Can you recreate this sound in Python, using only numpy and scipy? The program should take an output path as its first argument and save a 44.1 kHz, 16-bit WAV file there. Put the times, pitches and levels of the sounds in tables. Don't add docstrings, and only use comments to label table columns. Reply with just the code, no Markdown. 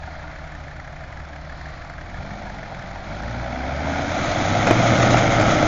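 import sys
import numpy as np
from scipy import signal
from scipy.fft import rfft, irfft, next_fast_len
from scipy.io import wavfile
from scipy.ndimage import map_coordinates

SR = 44100
rng = np.random.default_rng(int(sys.argv[2]) if len(sys.argv) > 2 else 0)


def to_wav(s):
    ch = np.atleast_2d(s).T
    pcm = np.round(np.clip(ch, -1, 1) * 32767)
    wavfile.write(sys.argv[1], SR, pcm.astype(np.int16))


N = 250047
TIME = np.arange(N) / SR

# t/s, f/Hz
FIRING_RATE = [(0.03, 37.08), (0.4, 35.1), (0.8, 34.12), (1.22, 35.9), (1.6, 34.79), (1.95, 34.66),
               (2.26, 48.1), (2.45, 47.9), (2.75, 42.57), (3, 44.1), (3.3, 57.67), (3.55, 63.06),
               (3.88, 78.07), (4.27, 87.86), (4.5, 99.9), (4.78, 114.3), (5.02, 120.5), (5.35, 112.1),
               (5.64, 102.8)]
IDLE_HZ = 35


def amp(db):
    return 10 ** (np.asarray(db) / 20)


def unit(x):
    return x / np.sqrt(np.mean(x ** 2) + 1e-20)


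def curve(points):
    return np.interp(TIME, *np.transpose(points))


def wobble(rate):
    return map_coordinates(rng.standard_normal(N // 50), [TIME * rate], mode="wrap")


def swell(at_s, width_s):
    return np.exp(-((TIME - at_s) / width_s) ** 2)


def resonance(points, hz):
    f, db = np.transpose(points)
    return amp(np.interp(np.log(hz), np.log(f), db))


def colour(x, points):
    m = 2 * next_fast_len(N // 2 + SR // 4)
    gain = resonance(points, np.fft.rfftfreq(m, 1 / SR) + 1)
    cepstrum = irfft(np.log(gain), m)
    cepstrum[1:m // 2] *= 2
    cepstrum[m // 2 + 1:] = 0
    return irfft(rfft(x, m) * np.exp(rfft(cepstrum)), m)[:N]


def low_pass(x, hz):
    m = next_fast_len(N + SR // 2)
    return irfft(rfft(x, m) * (np.fft.rfftfreq(m, 1 / SR) < hz), m)[..., :N]


def add(track, s, sound):
    part = track[max(round(s * SR), 0):][:len(sound)]
    part += sound[:len(part)]


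def cycle_noise(cycles, count):
    orders = rng.standard_normal(count) * np.exp(2j * np.pi * rng.random(count))
    shape = irfft(np.append(0, orders), 16 * count)
    return unit(np.interp(cycles % 1, np.arange(len(shape)) / len(shape), shape))


def grains(per_second, spread_db):
    hit = rng.random(N) < per_second / SR
    size = amp(spread_db * np.minimum(rng.exponential(size=N), 4))
    return unit(hit * size * rng.choice([-1, 1], N))


def loudness(idle_db, octave_db, throttle_db, speed=None, reference_m=15):
    # t/s, throttle/0-1
    pedal = [(2.08, 0), (2.2, 0.82), (2.42, 0.67), (3.03, 0.5), (3.11, 0.88), (3.94, 0.72), (4.0, 0.6),
             (4.25, 0.5), (4.78, 0.74), (5.17, 0.8), (5.3, 0.3), (5.6, 0.1)]
    # t/s, distance/m
    approach = [(2.2, 16.35), (3.2, 13.13), (4.2, 9.38), (5.1, 7.2), (5.67, 5.93)]
    if speed is None:
        speed = curve(FIRING_RATE) / IDLE_HZ
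    level_db = idle_db + octave_db * np.log2(speed) + throttle_db * curve(pedal)
    return amp(level_db) * reference_m / curve(approach)


def rumble():
    # f/Hz, level/dB
    spectrum = [(12, 0.5), (25, -1), (45, 0), (90, 2.5), (200, -19.5), (600, -56.5)]
    air = amp(-43 + 11.5 * swell(at_s=2.19, width_s=0.046))
    wheels = loudness(idle_db=-58, octave_db=13, throttle_db=-3)
    drift = amp(0.98 * wobble(3.7))
    return np.hypot(air, wheels) * drift * unit(colour(rng.standard_normal(N), spectrum))


def diesel(first_s=.0325, period_s=.04058, knock_t60=0.028, ring_t60=0.03, ring_width_hz=110):
    # knock level/dB, offset from even firing/s, ring level/dB, ring f/Hz
    cylinders = [(-1, -.001, -2, 1690), (0, -0.012, -4.5, 1740), (0, -.001, -17, 1440),
                 (1, -.005, -9.5, 1900)]
    # f/Hz, level/dB
    knock_spectrum = [(350, -32), (600, -9.5), (900, -9), (1150, -11), (1400, 1.5), (1720, -2.5),
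                      (2150, -4.5), (2700, -20), (4000, -21), (7000, -23.5)]
    # f/Hz, level/dB
    block_spectrum = [(60, -12), (110, 11.5), (165, 5.5), (215, -15), (300, 4), (420, -17), (550, -12),
                      (950, -3), (1150, 0.5), (2100, -2.5), (2750, -14.5), (4500, -18), (7000, -26.5)]
    # multiple of the firing rate, level/dB
    exhaust_orders = [(1, -49.5), (2, -55.5), (3, -63), (4, -59), (5, -55)]
    t, knocks, rings = np.arange(SR // 10) / SR, np.zeros(N), np.zeros(N)
    burst = (1 - np.exp(-t / 0.0033)) * amp(-60 * t / knock_t60)
    ping = (1 - np.exp(-t / 0.0041)) ** 2 * amp(-60 * t / ring_t60)
    for k, s in enumerate(np.arange(first_s, N / SR, period_s)):
        knock_db, offset_s, ring_db, ring_hz = cylinders[k % len(cylinders)]
        at_s = s + offset_s + rng.normal(0, .0008)
        size = amp(0.4 * s + rng.normal(0, .9))
        blur = np.cumsum(rng.standard_normal(len(t))) * np.sqrt(ring_width_hz / (2 * np.pi * SR))
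        turns = rng.normal(ring_hz, 49.7) * t + blur
        add(knocks, at_s, size * amp(knock_db) * burst * rng.standard_normal(len(t)))
        add(rings, at_s, size * amp(ring_db) * ping * np.sin(2 * np.pi * turns))
    clatter = unit(colour(knocks, knock_spectrum)) + amp(-.5) * unit(rings)
    block = unit(colour(rng.standard_normal(N), block_spectrum))
    phase = 2 * np.pi * (TIME - first_s) / period_s
    drone = sum(amp(db) * np.sin(order * phase + .25 * wobble(4)) for order, db in exhaust_orders)
    return drone + amp(-48) * clatter + amp(-43.5 + 1.3 * wobble(3.5)) * block


def metallic_rings(attack_s=0.0011):
    # t/s, peak level/dB
    strikes = [(.036, -32), (.075, -25.5), (.135, -33), (.238, -27.5), (.29, -33), (0.459, -33),
               (2.472, -31), (2.715, -29), (2.957, -30)]
    # f/Hz, level/dB, t60/s
    modes = [(740, -3, 0.093), (933, 0, 0.052), (1420, -1.5, 0.097), (1540, -2, 0.027), (2050, -13, 0.034)]
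    t, out = np.arange(SR // 5) / SR, np.zeros(N)
    for s, peak_db in strikes:
        ring = np.zeros(len(t))
        for hz, db, t60 in modes:
            decay = amp(db + rng.normal(0, 3) - 60 * t / t60)
            ring += decay * np.sin(2 * np.pi * (hz * t + rng.random()))
        ring *= 1 - np.exp(-t / attack_s)
        add(out, s, amp(peak_db) * ring / np.abs(ring).max())
    return out


def snow(slush_at_s=3.67, slush_rise_s=0.48, slush_db=11.5):
    # f/Hz, level/dB
    crunch_spectrum = [(400, -16), (800, -26.5), (1050, -5.5), (1300, 5.5), (1550, -26.5), (1800, -2),
                       (2200, -4.5), (2750, -12), (3300, -7), (3900, -8.5), (4500, -18.5), (5400, -16.5),
                       (6500, -9), (7400, -22.5)]
    # f/Hz, level/dB
    powder_spectrum = [(1500, -21), (2900, -12.5), (3450, -1), (3700, -2.5), (4100, 3.5), (4800, -2),
                       (5600, -16.5), (7000, -22.5)]
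    # t/s, level/dB
    squeezes = [(0.02, -61), (1.64, -59.5), (4.33, -45)]
    clumps = amp(1.45 * wobble(25) + 1.2 * wobble(130))
    crystals = grains(3000, spread_db=3)
    crunch = unit(colour(clumps * (crystals + 1.6 * rng.standard_normal(N)), crunch_spectrum))
    hiss = unit(colour(grains(5000, spread_db=2), powder_spectrum))
    in_slush = np.clip((TIME - slush_at_s) / slush_rise_s, 0, 1)
    crushed = loudness(idle_db=-58.5, octave_db=6.5, throttle_db=3.5) * amp(slush_db * in_slush)
    splash = amp(-31.5) * swell(at_s=6.3, width_s=0.23)
    rolling = loudness(idle_db=-62, octave_db=3, throttle_db=7)
    squeezed = sum(amp(db) * swell(s, width_s=0.22) for s, db in squeezes)
    return np.hypot(crushed, splash) * crunch + (rolling + squeezed) * hiss


def puddle_impacts(thump_t60=0.022):
    # t/s, burst peak/dB, burst t60/s, tilt/(dB per octave), thump level/dB, thump f/Hz
    impacts = [(3.994, -22, 0.046, -3, -13, 684), (4.190, -17, .05, -0.5, -21, 170),
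               (4.282, -23, 0.038, 0.5, -18.5, 169.2), (4.318, -13, 0.036, 4.5, -19, 298),
               (4.670, -7, 0.068, 2.5, -11.5, 482), (4.7094, -2.5, 0.026, 0.5, 1.3, 322),
               (4.7175, -8, 0.05, 2, -12, 200), (4.998, -15, .05, 5, -11, 330),
               (5.1055, -11.5, 0.041, 6.5, -20.5, 400), (5.1446, -4.5, 0.01, -.5, -3.5, 678),
               (5.170, -7, 0.081, 4.5, -19.5, 408), (5.2232, -7.5, .012, -1.5, -10, 675.6),
               (5.333, -14.5, .05, -4.5, -8, 690), (5.398, -9, 0.026, 4.5, -13, 587),
               (5.412, -9, .05, 5.5, -14.5, 656), (5.481, -13, 0.09, -3, -7.5, 217),
               (5.629, -22, 0.046, -0.5, -5, 630)]
    # f/Hz, level/dB
    spectrum = [(150, -19), (420, -0.5), (650, 9), (1000, -8), (1350, -0.5), (1800, -9.5), (2200, -5.5),
                (3000, -22.5), (7000, -31)]
    t, out = np.arange(SR // 10) / SR, np.zeros(N)
    for s, burst_db, burst_t60, tilt, thump_db, thump_hz in impacts:
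        tilted = [(hz, db + tilt * np.log2(hz)) for hz, db in spectrum]
        response = colour(np.ones(1), tilted)[:len(t)]
        crackle = rng.standard_normal(len(t)) * amp(-60 * t / burst_t60)
        burst = signal.fftconvolve(crackle, response)[:len(t)]
        thump = np.sin(2 * np.pi * thump_hz * t) * amp(thump_db - 60 * t / thump_t60)
        add(out, s, amp(burst_db) * burst / np.abs(burst).max() - thump)
    return out


def fan(blades_per_firing=4.33, slip_hz=242, slip_power=.39, lag_s=.02):
    # f/Hz, level/dB
    shroud = [(155, 1), (185, -4.5), (207, -2.5), (228, -10), (272, 3.5), (315, 1.5)]
    driven_hz = blades_per_firing * curve(FIRING_RATE)
    clutch_hz = np.minimum(driven_hz, slip_hz * (driven_hz / slip_hz) ** slip_power)
    inertia = np.exp(-1 / (lag_s * SR))
    blade_hz = clutch_hz[0] + signal.lfilter([1 - inertia], [1, -inertia], clutch_hz - clutch_hz[0])
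    flutter = .18 * wobble(45)
    phase = 2 * np.pi * np.cumsum(blade_hz * (1 + 0.0016 * wobble(16))) / SR + flutter
    speed = blade_hz / (blades_per_firing * IDLE_HZ)
    gain = loudness(idle_db=-44, octave_db=2, throttle_db=5, speed=speed) * resonance(shroud, blade_hz)
    return gain * amp(1.5 * wobble(24)) * np.sin(phase)


def engine_bay(x, sink_at_s=3.93, sink_time_s=1.6, near_ratio=0.953):
    # f/Hz, level/dB
    bay = [(240, -41), (410, -20), (505, -10.5), (590, -3), (685, -0.5), (820, -5.5), (1130, -19.5),
           (1430, -9), (1850, -18.5), (2250, -12), (2760, -27.5), (3400, -23), (4440, -35.5), (5260, -27.5),
           (6620, -36), (7300, -52.5), (9490, -46.5), (16100, -120)]
    far = unit(colour(x, bay))
    near = unit(colour(x, [(hz * near_ratio, db) for hz, db in bay]))
    close = np.clip((TIME - sink_at_s) / sink_time_s, 0, 1)
    return (1 - close) * far + close * near


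def roar(firings):
    # t/s, half length/s, gain/dB
    surges = [(3.986, 0.03, 2.5), (5.426, 0.052, 1), (5.622, 0.044, 1)]
    gear = engine_bay(cycle_noise(firings / 6, count=170))
    rush = engine_bay((1 + .35 * np.cos(2 * np.pi * firings)) * rng.standard_normal(N))
    surge_db = sum(db * swell(s, width_s) for s, width_s, db in surges)
    gain = loudness(idle_db=-43.5, octave_db=9, throttle_db=2) * amp(surge_db)
    return gain * (rush + amp(-4.5) * gear)


def exhaust(firings, firing_hz):
    # f/Hz, level/dB
    silencer = [(35, 0.5), (43, -1), (48, 0), (53, 3), (60, 1.5), (70, 2), (78, 4), (85, -4), (93, -2),
                (101, 1), (106, -1), (112, 5.5), (120, 3.5), (140, -7.5), (230, -5.5)]
    # f/Hz, level/dB
    throb_response = [(40, -27.5), (90, -8.5), (125, -0.5), (170, 0), (230, 0), (400, -38)]
    # f/Hz, level/dB
    pipe = [(45, -8), (80, -7.5), (115, 1), (180, -.5), (240, -1.5), (320, -2.5), (420, -14), (600, -26),
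            (1200, -65.5)]
    phase = 2 * np.pi * firings
    note = resonance(silencer, firing_hz) * np.sin(phase)
    note *= loudness(idle_db=-41, octave_db=4.5, throttle_db=5)
    octave = resonance(silencer, 2 * firing_hz) * np.sin(2 * phase + 1)
    octave *= loudness(idle_db=-39.5, octave_db=-0.5, throttle_db=-6)
    boom = amp(.6 * wobble(15)) * (note + octave)
    pulses = unit(colour(np.exp(5 * np.cos(phase)), throb_response))
    throb = loudness(idle_db=-51, octave_db=-16, throttle_db=27.5) * pulses
    puffs = unit(colour((1 + 0.47 * np.cos(phase)) * rng.standard_normal(N), pipe))
    uneven = unit(colour(cycle_noise(firings / 6, count=70), pipe))
    burble = loudness(idle_db=-49.5, octave_db=11.5, throttle_db=1) * (puffs + amp(-4) * uneven)
    return boom + throb + burble


def engine():
    firing_hz = curve(FIRING_RATE)
    firings = np.cumsum(firing_hz * (1 + .0015 * wobble(14))) / SR
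    return exhaust(firings, firing_hz) + roar(firings)


def scene():
    return (engine() + fan() + diesel() + metallic_rings() + snow() + puddle_impacts() + rumble())[None]


def record(dry):
    microphone = low_pass(dry, hz=7300)
    clipped = np.clip(microphone, -.71, .71)
    return low_pass(clipped, hz=15800)


dry = scene()
out = record(dry)
to_wav(out)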